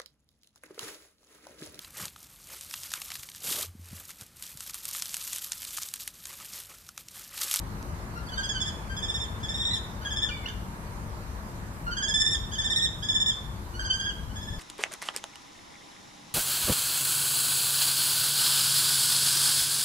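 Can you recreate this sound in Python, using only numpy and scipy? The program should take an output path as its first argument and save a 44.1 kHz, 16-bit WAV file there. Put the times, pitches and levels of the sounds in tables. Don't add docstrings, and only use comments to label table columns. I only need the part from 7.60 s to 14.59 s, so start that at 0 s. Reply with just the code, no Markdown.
import sys
import numpy as np
from scipy import signal
from scipy.fft import rfft, irfft, next_fast_len
from scipy.io import wavfile
from scipy.ndimage import uniform_filter1d, minimum_filter1d, map_coordinates

SR = 44100
rng = np.random.default_rng(int(sys.argv[2]) if len(sys.argv) > 2 else 0)


def gain_from_db(level_db):
    decades = np.asarray(level_db, float) / 20
    return 10 ** decades


def materialize(psi):
    bounded = np.clip(np.atleast_2d(psi).T, -1, 1)
    quanta = np.round(bounded * 32767).astype(np.int16)
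    wavfile.write(sys.argv[1], SR, quanta)


N = 308259

# frequency in Hz, density in dB per Hz.
DRONE_COLOUR = [(12, -57), (20, -22), (31, -7), (43, -4.5), (59, 1.5), (75, -5.5), (85, -18), (110, -15),
                (190, -120)]
RUMBLE_COLOUR = [(41, -21), (70, -2), (76, -3), (102, 2), (124, -4.5), (189, -5.5), (221, -5), (237, -15),
                 (253, -12), (290, -13.5), (380, -25), (640, -120)]
TRAFFIC_COLOUR = [(150, -33), (250, -3.5), (306, -11), (352, 4.5), (379, -5.5), (459, 0), (500, -5.5),
                  (600, -2.5), (742, -5.5), (919, 0.5), (1670, -7), (1960, -11), (3200, -21), (4160, -70),
                  (7040, -120)]
HISS_COLOUR = [(1470, -5.5), (2500, -8.5), (3240, -5.5), (4040, -1.5), (4790, -4), (5940, -3.5),
               (14600, -8)]
SHAKE_COLOUR = [(14, -25), (24, -10), (32, 13), (42, -13), (80, -120)]
# time in seconds, level in dB.
TRAFFIC_FLOW = [(0, -48), (1.9, -46.5), (3, -48), (4.5, -48.5), (6.99, -51)]
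# frequency in Hz, left-right likeness from -1 to 1.
STEREO_LIKENESS = [(60, 0.91), (130, 0.98), (290, 0.87), (620, 0.65), (1360, -0.37), (2980, 0.031),
                   (6500, -0.34), (14200, -0.27)]
# frequency in Hz, left over right in dB.
STEREO_LEAN = [(60, 5.5), (110, 3.5), (200, 3), (370, 2), (680, -0.5), (1250, -2.5), (2300, 0.5),
               (4210, 0.5), (7740, -1), (14200, 0.5)]
# frequency in Hz, level in dB.
MACHINE_HUM = (45, -53)
# frequency in Hz, time to fall by 60 dB in seconds.
WALL_DECAY = [(1500, 0.57), (3500, 0.57), (7000, 0.44), (12000, 0.67)]
# time in seconds, peak in dB.
GRIT_TICKS = [
    (0.2278, -27),
    (3.3994, -43),
]
# time in seconds, pitch in Hz, level in dB.
FAR_WHISTLES = [
    [(2.698, 2420, -32), (2.73, 2330, -44), (2.77, 2240, -47), (2.81, 2270, -56), (2.85, 2090, -46),
     (2.865, 2150, -56)],
    [(.755, 3600, -51), (.78, 3630, -42), (.815, 3500, -55)],
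    [(.655, 4850, -65), (.677, 4500, -45), (.695, 4380, -60)],
]
# multiple of the pitch, level in dB.
UPPER_PARTIALS = [(3, -4.5), (4, -4), (5, -18), (6, -32.5), (7, -33), (8, -58)]
# frequency in Hz, gain in dB.
THROAT_COLOUR = [(4000, 1), (4700, 3.5), (5400, 0), (5900, -7), (6600, 4.5), (7200, 0.5), (8000, 0.5),
                 (12000, 2)]
# pitch in Hz, level in dB.
FUNDAMENTAL_COLOUR = [(1360, 8), (1470, -11), (1580, 1), (1660, -8.5), (1750, -9.5), (1850, -12.5)]
# opening note, first beat, last beat and end in seconds,
# beak turned (left over right) in dB.
CALL_TIMES = [(0.72, 0.775, 1.06, 1.11, -2), (1.293, 1.366, 1.6, 1.66, -1.5),
              (1.8, 1.83, 2.052, 2.174, -0.5), (2.414, 2.449, 2.62, 2.712, -0.5),
              (4.265, 4.311, 4.711, 4.764, -3), (4.915, 4.984, 5.218, 5.277, -2.5),
              (5.423, 5.486, 5.66, 5.73, -2.5), (6.138, 6.194, 6.246, 6.52, -2),
              (6.69, 6.756, 6.927, 6.984, -0.5)]
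# opening pitch and top pitch in Hz, opening level and top
# level in dB, pace of the build in notes.
CALL_BUILDS = [(1509.5, 1725, -40.5, -31.5, 2.52), (1583, 1790, -46, -30, 1.57),
               (1608, 1840, -46, -26.5, 1.84), (1522, 1750, -42.5, -27, 1.78),
               (1410, 1800, -47.5, -19, 3.68), (1699, 1840, -32, -20, 4.3), (1724, 1772, -27.5, -22, 3.36),
               (1480, 1590, -46, -37.5, 0.76), (1500, 1730, -51, -40, 0.726)]
# share of pitch lost in early notes, share lost in late notes,
# upper partials in dB, fundamental in dB.
CALL_VOICES = [(.09, 0.052, 2, 0), (0.074, 0.083, -0.5, -2), (0.07, 0.08, -2, -1),
               (0.052, 0.0613, -3.5, -1), (0.062, 0.009, 1.5, 4), (0.099, 0.075, 0, 3.5),
               (0.0346, 0.0444, -2.5, -1), (.04, 0.075, 4, 1), (0.042, .045, -3.5, -6)]
# start in seconds, held pitch and sagged pitch in Hz,
# level in dB, upper partials in dB.
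STRAY_NOTES = [(0.556, 1387, 1400, -54.5, 3), (0.679, 1730, 1490, -42, -5), (.947, 1545, 1480, -33.5, -1),
               (2.108, 1948, 2030, -23, -14), (2.133, 1813, 1530, -26.5, -1.5),
               (2.689, 1530, 1344, -28, -2), (2.858, 1540, 1450, -24, -6), (2.873, 1750, 1790, -34.5, -9),
               (2.883, 1616, 1410, -35.5, -4), (4.238, 1480, 1410, -65, -9), (6.3, 1534, 1520, -21.5, -1),
               (6.33, 1587, 1550, -33.5, 3), (6.392, 1613, 1592, -29.5, -1), (6.441, 1628, 1330, -33, -5.5)]
# end in seconds, beak turned (left over right) in dB.
LONE_CHIRPS = [
    (.61, 5),
    (2.91, -1.5),
]

BEAT_S = 0.057
FLUTTER_DB = 2.4


def unit(x):
    return x / np.sqrt(np.mean(x ** 2) + 1e-20)


def to_db(power):
    return 10 * np.log10(np.abs(power) + 1e-20)


def along(points, hz):
    f, v = np.transpose(points)
    return np.interp(np.log(hz + 1), np.log(f + 1), v)


def wobble(rate, size=N):
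    knots = rng.standard_normal(int(size * rate / SR) + 4)
    return map_coordinates(knots, [np.arange(size) * rate / SR])


def glide(hz):
    return 2 * np.pi * np.cumsum(hz, axis=-1) / SR


def add(track, sound, s):
    part = track[:, round(s * SR):][:, :sound.shape[1]]
    part += sound[:, :part.shape[1]]


def rush(colour, patchy_db):
    z = signal.stft(rng.standard_normal((2, N + SR)), nperseg=512)[2]
    patches = uniform_filter1d(rng.standard_normal(z.shape[1:]), size=5, axis=0)
    patches = uniform_filter1d(patches, size=12, axis=1)
    noise = signal.istft(z * gain_from_db(patchy_db * unit(patches)), nperseg=512)[1]
    size = next_fast_len(N + SR // 2)
    hz = np.fft.rfftfreq(size, 1 / SR)
    turn = np.arccos(np.clip(along(STEREO_LIKENESS, hz), -1, 1)) / 2
    mid, side = rfft(noise[:, :size]) * [np.cos(turn), np.sin(turn)]
    lean = gain_from_db(np.outer([.5, -.5], along(STEREO_LEAN, hz)))
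    both = irfft([mid + side, mid - side] * lean * gain_from_db(along(colour, hz)), size)[:, :N]
    return both / np.sqrt(np.mean(both.mean(0) ** 2))


def walls(far_db):
    hz, t, z = signal.stft(rng.standard_normal((2, SR // 2)), SR, nperseg=256)
    fall = gain_from_db(-60 * t / along(WALL_DECAY, hz)[:, None])
    tail = signal.istft(z * fall, SR, nperseg=256)[1]
    tail *= np.clip(np.arange(tail.shape[1]) / (0.004 * SR), 0, 1)
    tail *= gain_from_db(far_db) / np.linalg.norm(tail[0])
    delay, sign = rng.random((2, 2, 8))
    for side in (0, 1):
        at = (20 + delay[side] ** 2 * 0.03 * SR).astype(int)
        tail[side, at] += gain_from_db(-12) * np.sign(sign[side] - .5)
    tail[[0, 1], [16, 0]] += 1
    return tail


def town():
    flow_db = np.interp(np.arange(N) / SR, *np.transpose(TRAFFIC_FLOW)) + 0.82
    drone = gain_from_db(-41.5) * rush(DRONE_COLOUR, patchy_db=0.0)
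    rumble = gain_from_db(-40.5) * rush(RUMBLE_COLOUR, patchy_db=1.28)
    traffic = gain_from_db(flow_db) * rush(TRAFFIC_COLOUR, patchy_db=0.93)
    hiss = gain_from_db(-56.5) * rush(HISS_COLOUR, patchy_db=2.0)
    return drone + rumble + traffic + hiss


def machinery():
    hz, db = MACHINE_HUM
    hum = gain_from_db(db + 3.0 * wobble(3.9)) * np.sin(glide(hz + 2.5 * wobble(4.4)))
    shake = gain_from_db(-57) * rush(SHAKE_COLOUR, patchy_db=-8.0)
    return hum * gain_from_db([[2.5], [-2.5]]) + shake


def grit():
    out, t = np.zeros((2, N)), np.arange(400) / SR
    for s, db in GRIT_TICKS:
        jumble = np.sin(glide(rng.uniform(2300, 9600, (1, len(t)))))
        add(out, gain_from_db(db - 60 * t / 0.0012) * jumble * [[1], [1]], s)
    return out


def far_bird():
    out = np.zeros((2, N))
    for rows in FAR_WHISTLES:
        s, hz, db = np.transpose(rows)
        t = np.arange(s[0], s[-1], 1 / SR)
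        phase = glide(np.interp(t, s, hz))
        tone = np.sin(phase) + gain_from_db(-13) * np.sin(2 * phase)
        tone *= signal.windows.tukey(len(t), .2)
        tone *= gain_from_db(np.interp(t, s, db) + FLUTTER_DB * wobble(60, size=len(t)))
        add(out, signal.fftconvolve(tone[None], walls(far_db=-1.0), axes=1), s[0])
    return out


def note(length, held_hz, sagged_hz, bright_db, low_db, first, last):
    t = np.arange(round(length * SR)) / SR
    share, sag_at, sag_fall, sag_back = t / length, 0.62, 0.1, 0.3
    if last:
        sag = np.clip(1 - (length - t) / 0.0243, 0, 1) ** 1.22
    else:
        sag = np.exp(-((share - sag_at) / np.where(share < sag_at, sag_fall, sag_back)) ** 2)
    if first:
        leap = -(.15 if sagged_hz < held_hz else .04) * np.exp(-t / 0.0073)
    else:
        leap = -.06 * np.exp(-t / 0.0017) + 0.052 * np.exp(-t / 0.0048)
    steady = held_hz * (1 + leap + 0.0055 * wobble(195.0, size=len(t)))
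    phase = glide(steady + (sagged_hz - held_hz) * sag)
    rise = 1 - np.exp(-t / (.014 if first else .003))
    stop = 1 - np.exp((t - length) / 0.0037)
    tired = np.clip((share - sag_at) / sag_fall / 2 + 1, 0, 1)
    effort = rise * stop * gain_from_db(-13 * sag if last else -11 * tired)
    effort *= gain_from_db(1.8 * wobble(443, size=len(t)))
    levels = [(1, low_db), (2, 0)]
    levels += [(k, db + bright_db + along(THROAT_COLOUR, k * held_hz)) for k, db in UPPER_PARTIALS]
    voice = 0
    for k, db in levels:
        voice = voice + gain_from_db(db + FLUTTER_DB * wobble(85, size=len(t))) * np.sin(k * phase)
    return effort * voice


def trill(timing, build, voice):
    opening_s, first_s, last_s, end_s, _ = timing
    opening_hz, top_hz, opening_db, top_db, pace = build
    early_sag, late_sag, bright_db, low_db = voice
    beats = round((last_s - first_s) / BEAT_S) + 1
    s = np.append(opening_s, np.linspace(first_s, last_s, beats))
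    effort = 1 - np.exp(-np.arange(len(s)) / pace)
    effort = effort / effort[-1]
    hz = opening_hz + (top_hz - opening_hz) * effort
    db = opening_db + (top_db - opening_db) * effort
    sag = np.interp(s, s[[1, -2]], [early_sag, late_sag])
    sag[0] *= opening_db > -36
    if end_s - last_s < 1.25 * BEAT_S:
        sag[-1] = 0.145
        db[-1] -= 3.5
    return np.transpose([s, hz, hz * (1 - sag), db, 0 * s + bright_db, 0 * s + low_db])


def kestrel():
    out, stray = np.zeros((2, N)), np.pad(STRAY_NOTES, [(0, 0), (0, 1)])
    beats = np.vstack([trill(*rows) for rows in zip(CALL_TIMES, CALL_BUILDS, CALL_VOICES)])
    kept = np.abs(beats[:, :1] - stray[:, 0]).min(1) > .01
    notes = np.vstack([beats[kept], stray])
    notes = notes[np.argsort(notes[:, 0])]
    ends, pan_db = np.transpose(sorted(LONE_CHIRPS + [row[3:] for row in CALL_TIMES]))
    call = np.searchsorted(ends, notes[:, 0])
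    last = np.diff(call, append=N) > 0
    stops = np.where(last, ends[call], np.roll(notes[:, 0], -1) + 0.0056)
    spaces = [walls(far_db=-5) * gain_from_db([[db / 2], [-db / 2]]) for db in pan_db]
    for i, (s, held_hz, sagged_hz, db, upper_db, under_db) in enumerate(notes):
        push_db = db + 30
        bright_db = upper_db - 5.5 - 0.17 * push_db
        low_db = under_db + along(FUNDAMENTAL_COLOUR, held_hz) - 0.64 * push_db
        voice = note(stops[i] - s, held_hz, sagged_hz, bright_db, low_db, last[i - 1], last[i])
        add(out, signal.fftconvolve(gain_from_db(db) * voice[None], spaces[call[i]], axes=1), s - .002)
    return out


def scene():
    return town() + machinery() + grit() + far_bird() + kestrel()


def thinned(x):
    hz, _, z = signal.stft(x, SR, nperseg=1024)
    raw = np.abs(z) ** 2
    power = uniform_filter1d(raw, size=7, axis=1)
    level = to_db(power)
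    loud_db = to_db(uniform_filter1d(power.max(0), size=5, axis=1))
    loud_db[hz < 2700] = -400
    tilt = .36 * hz[:, None] / 1000
    threshold = np.maximum.accumulate(.35 * loud_db + tilt, axis=0) - tilt - 62.5
    near = -minimum_filter1d(-loud_db, size=24, axis=0, origin=11) - 33
    lone = to_db(uniform_filter1d(raw, size=3, axis=2)) > threshold + 1.5
    passed = ((level > threshold) | lone) & (level > near)
    return signal.istft(z * passed, SR, nperseg=1024)[1][:, :N]


def roll_off(x):
    return signal.sosfilt(signal.butter(12, 14800, fs=SR, output="sos"), x)


def record(dry):
    band = signal.sosfiltfilt(signal.butter(16, 14600, fs=SR, output="sos"), dry)
    mix = thinned(band)
    return roll_off(mix)


dry = scene()
out = record(dry)
materialize(out)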